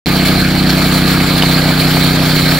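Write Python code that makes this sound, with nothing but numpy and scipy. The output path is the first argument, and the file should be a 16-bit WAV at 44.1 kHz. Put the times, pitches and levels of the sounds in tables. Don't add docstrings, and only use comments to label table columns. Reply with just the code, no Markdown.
import sys
import numpy as np
from scipy import signal
from scipy.fft import rfft, irfft
from scipy.io import wavfile
from scipy.ndimage import uniform_filter1d

SR = 44100
rng = np.random.default_rng(int(sys.argv[2]) if len(sys.argv) > 2 else 0)


def invert_db(level):
    return 10 ** (np.asarray(level, dtype=float) / 20)


def generate_wav(signal):
    frames = np.transpose(np.atleast_2d(signal))
    scaled = np.clip(frames, -1, 1) * 32767
    pcm = np.round(scaled).astype(np.int16)
    wavfile.write(sys.argv[1], SR, pcm)


N = 114219
T = np.arange(N) / SR

# start_s, firing_rate_hz, muffler_turned_away (0-1)
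ENGINE = [
    (.07, 31.4, .02),
    (.3, 31.42, .02),
    (.47, 31.75, .05),
    (.6, 31.6, .1),
    (1.25, 31.55, .55),
    (1.4, 31.32, .7),
    (1.8, 31.15, .97),
    (2.59, 31.02, .98),
]


def evened(x):
    return x / np.sqrt(np.mean(x ** 2) + 1e-20)


def read(points, hz):
    f, value = np.transpose(points)
    return np.interp(np.log(hz + 1), np.log(f + 1), value)


def curve(table, t, axis=1):
    return np.interp(t, np.array(table)[:, 0], np.array(table)[:, axis])


def turns():
    first_turn = .703
    return first_turn + np.cumsum(curve(ENGINE, T)) / SR


def exhaust():
    exhaust_db, uneven_db, jitter_cycles = -12, .85, .002
    # harmonic_number, level_db
    facing = [(1, -15), (2, -8), (3, -14), (4, -12), (5, -1), (6, 0), (7, -12), (8, -4), (9, -7), (10, -8),
              (11, -10), (12, -19), (13, -22), (14, -18), (15, -22), (16, -23)]
    # harmonic_number, level_db
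    turned = [(1, -20), (2, -12), (3, -17), (4, -20), (5, 0), (6, -7), (7, -15), (8, -7), (9, -7),
              (10, -16), (11, -14), (12, -18), (13, -28), (14, -22), (15, -21), (16, -23)]
    muffler_echoes = [
        [(-1., .292), (.57, .581)],
        [(-1.05, .292), (.62, .581)],
    ]

    at = np.flatnonzero(np.diff(np.floor(turns())) > 0)
    chance = rng.standard_normal((len(at), 2))
    late = (jitter_cycles * SR / 31.4 * chance[:, 0]).astype(int)
    blows = np.zeros(N + 8192)
    blows[at + late] = -invert_db(uneven_db * chance[:, 1])
    spectrum = rfft(blows)
    hz = np.fft.rfftfreq(len(blows), 1 / SR)

    away = np.clip(curve(ENGINE, T, axis=2), 0, 1)
    rates = (ENGINE[3][1], ENGINE[6][1])
    out = 0
    for share, table, rate, echoes in zip((1 - away, away), (facing, turned), rates, muffler_echoes):
        k, db = np.transpose(table)
        n = hz / rate
        shape = np.interp(n, k, db)
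        shape = shape - 30 * np.log2(np.maximum(n / k[-1], 1))
        shape = shape + 12 * np.log2(np.clip(n, .05, 1))
        echo = 1 + sum(g * np.exp(-2j * np.pi * n * d) for g, d in echoes)
        phase = np.exp(1j * np.angle(echo))
        heard = irfft(spectrum * invert_db(shape) * phase, len(blows))[:N]
        out = out + share * evened(heard)
    return invert_db(exhaust_db) * evened(out)


def pressure(t):
    rise_s = 0.0094
    # start_s, pressure_db
    lean = [(.07, 0.5), (.5, -2.5), (.9, 1), (1.4, -0.46), (1.75, -0.5), (2.2, 0.7), (2.58, 4)]
    # start_s, surge_db, fade_s
    catches = [(.163, 17, 0.0075), (0.247, 7.5, 0.055), (0.389, 7, 0.039), (.688, 3.5, .04),
               (.775, 8, 0.0077), (.8, 2.5, 0.07), (.92, 3, 0.045), (1.07, 2.5, 0.14), (1.262, 5.5, 0.018),
               (1.371, 9, 0.028), (1.42, 2.5, 0.12), (1.501, 3, 0.12), (1.685, 1.5, 0.07), (1.79, 5, 0.084),
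               (1.905, 3.5, 0.15), (2.031, 3, .05), (2.25, 3, .02), (2.35, 2, 0.037), (2.45, 1, 0.02),
               (2.55, -2.5, .03)]
    out = curve(lean, t)
    for s, db, fade in catches:
        since = np.maximum(t - s, 0)
        out = out + db * np.minimum(since / rise_s, 1) * np.exp(-(since / fade) ** 2)
    return out


def colour(hz):
    # pitch_hz, level_db (per Hz)
    scrape = [(30, -20), (165, -17), (600, -18.5), (1010, -23.5), (2830, -22), (4800, -28.5), (6500, -36.5),
              (16000, -31)]
    # pitch_hz, width_hz, level_db
    rings = [(454, 150, -2.5), (704, 230, 5), (1060, 85, -1.5), (1232, 220, 5.5), (1615, 260, 6.5),
             (2226, 240, 5), (2780, 150, -5), (4330, 770, 12.5), (7360, 550, 7), (10170, 1200, 2),
             (12400, 1200, 3.5), (15400, 590, 2)]
    return read(scrape, hz) + sum(db / (1 + (2 * (hz - f) / w) ** 2) for f, w, db in rings)


def causal(db):
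    c = irfft(np.log(invert_db(db)))
    c[1:len(c) // 2] *= 2
    c[len(c) // 2 + 1:] = 0
    return irfft(np.exp(rfft(c)))[:len(c) // 2]


def rasp():
    rasp_db, patch_db, flicker_db = -14.5, 1.8, 0.96
    puff_db, puff_turn = .75, .75
    # pitch_hz, share (ratio)
    follow = [(200, .05), (1000, 0.18), (4000, 0.61), (10000, 1.03)]
    hz = np.fft.rfftfreq(256, 1 / SR)
    steel = causal(colour(np.fft.rfftfreq(8192, 1 / SR)))
    noise = rng.standard_normal((N + 4096, 2)).T
    noise = signal.fftconvolve(noise, steel[None], axes=1)[:, 4096:N + 4096]
    _, t, z = signal.stft(noise, SR, nperseg=256, noverlap=192)

    patches = rng.standard_normal((len(t), 129)).T
    patches = uniform_filter1d(patches, size=3, axis=0)
    patches = evened(uniform_filter1d(patches, size=24, axis=1))
    rates_hz = np.geomspace(5, 60, 30)
    flicker = evened(sum(np.sin(2 * np.pi * (f * t + rng.random())) / np.sqrt(f) for f in rates_hz))
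    puff = puff_db * np.cos(2 * np.pi * (np.interp(t, T, turns()) - puff_turn))

    swell = read(follow, hz)[:, None] * (pressure(t) + flicker_db * flicker)
    z = z * invert_db(swell + patch_db * patches + puff)
    out = signal.istft(z, SR, nperseg=256, noverlap=192)[1][:, :N]
    return invert_db(rasp_db) * evened(out)


def grit():
    grit_per_s, grit_db, spread_db, kinds = 380, -26.5, 3.5, 12
    size = invert_db(spread_db * np.minimum(rng.exponential(1, N), 4))
    size = size * (rng.random(N) < invert_db(pressure(T)) * grit_per_s / SR)
    kind = rng.integers(0, kinds, N)
    snaps = rng.standard_normal((kinds, 2, 120)) * np.exp(-np.arange(120) / 25)
    out = 0
    for k in range(kinds):
        out = out + signal.oaconvolve((size * (kind == k))[None], snaps[k], axes=1)[:, :N]
    hz = np.fft.rfftfreq(2048, 1 / SR)
    steel = causal(colour(hz) + 3 * np.log2(np.clip(hz / 4000, .02, 4)))
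    return invert_db(grit_db) * evened(signal.oaconvolve(out, steel[None], axes=1)[:, :N])


def clanks():
    t60_s, clank_db, rise_s, rattle_depth = .06, -7, 0.00033, .8
    # start_s, level_db, pitch_hz
    knocks = [
        (.093, -18, 2160),
        (.695, -7.5, 4330),
        (1.201, -13, 2250),
        (1.423, -6.5, 2980),
        (1.534, -18, 1810),
        (1.812, -13, 2430),
        (1.435, -12.5, 822),
        (1.54, -16, 640),
        (1.97, -12.5, 722),
        (2.3, -42, 646),
    ]
    # pitch_share (ratio to the ring pitch), level_db
    partials = [(.57, -4), (.8, -3.5), (1., 6.5), (1.12, 2), (1.43, -9)]
    out = np.zeros(N + 6000)
    t = np.arange(6000) / SR
    spread = rng.uniform(.9, 1.1, (len(knocks), 8))
    for (s, db, hz), detune in zip(knocks, spread):
        ring = 0
        for k, (share, partial_db) in enumerate(partials):
            bend = detune[k] if share != 1 else 1
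            ring = ring + invert_db(partial_db) * np.sin(2 * np.pi * hz * share * bend * t)
        i = round(s * SR)
        out[i:i + 6000] += invert_db(db + clank_db - 60 * t / t60_s) * np.minimum(t / rise_s, 1) * ring
    rattle = evened(uniform_filter1d(rng.standard_normal(N), size=150))
    return out[:N] * (1 + rattle_depth * rattle)


def hum():
    hum_hz, hum_db, width_hz = 113, -25.5, 3
    r = np.exp(-np.pi * width_hz / SR)
    waver_hz = signal.lfilter([1 - r], [1, -r], rng.standard_normal(N)) * 60
    return invert_db(hum_db) * np.sin(2 * np.pi * np.cumsum(hum_hz + waver_hz) / SR)


def ports(near, apart):
    # pitch_hz, likeness (0-1)
    same = [(300, .97), (690, .86), (1050, .84), (5500, .76), (6600, .32), (7300, .52), (12000, .58),
            (15500, .45)]
    # pitch_hz, lead_rad
    lead = [(300, -.2), (700, 0), (2200, -.6), (4100, -.3), (6500, .9), (6900, -1), (8300, -2.2),
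            (12500, -3)]
    # pitch_hz, balance_db
    balance = [(60, 1), (280, -1.3), (520, 4), (3000, -2.5), (4400, -11), (5500, 0), (6900, 16), (8800, 6)]
    hz = np.fft.rfftfreq(N, 1 / SR)
    like = np.clip(read(same, hz), 0, 1)
    shared = np.sqrt((1 + like) / 2) * rfft(near)
    unrelated = np.sqrt((1 - like) / 2) * rfft(apart)
    half = invert_db(read(balance, hz) / 2) * np.exp(.5j * read(lead, hz))
    even = np.sqrt(2 / (abs(half) ** 2 + abs(half) ** -2))
    return irfft(np.array([(shared + unrelated) * half, (shared - unrelated) / half]) * even, N)


def scene():
    blades = rasp() + grit()
    return ports(exhaust() + hum() + clanks() + blades[0], blades[1])


def roll_off(x):
    return signal.sosfilt(signal.butter(12, 17060, fs=SR, output="sos"), x)


def record(dry):
    knee, ceiling, edge_hz = .75, .96, 15780
    start_s, settle_s, settle_db, click_s = .0592, .0645, -12, .0012
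    room = ceiling - knee
    over = np.maximum(abs(dry) - knee, 0)
    x = np.sign(dry) * (np.minimum(abs(dry), knee) + room * np.tanh(over / room))
    x = irfft(rfft(x) * (np.fft.rfftfreq(N, 1 / SR) < edge_hz), N)
    muted = (T > start_s + click_s) & (T < settle_s)
    opening = np.clip((T - start_s) / 0.0002, 0, 1)
    return roll_off(x * opening * invert_db(settle_db * muted))


dry = scene()
out = record(dry)
generate_wav(out)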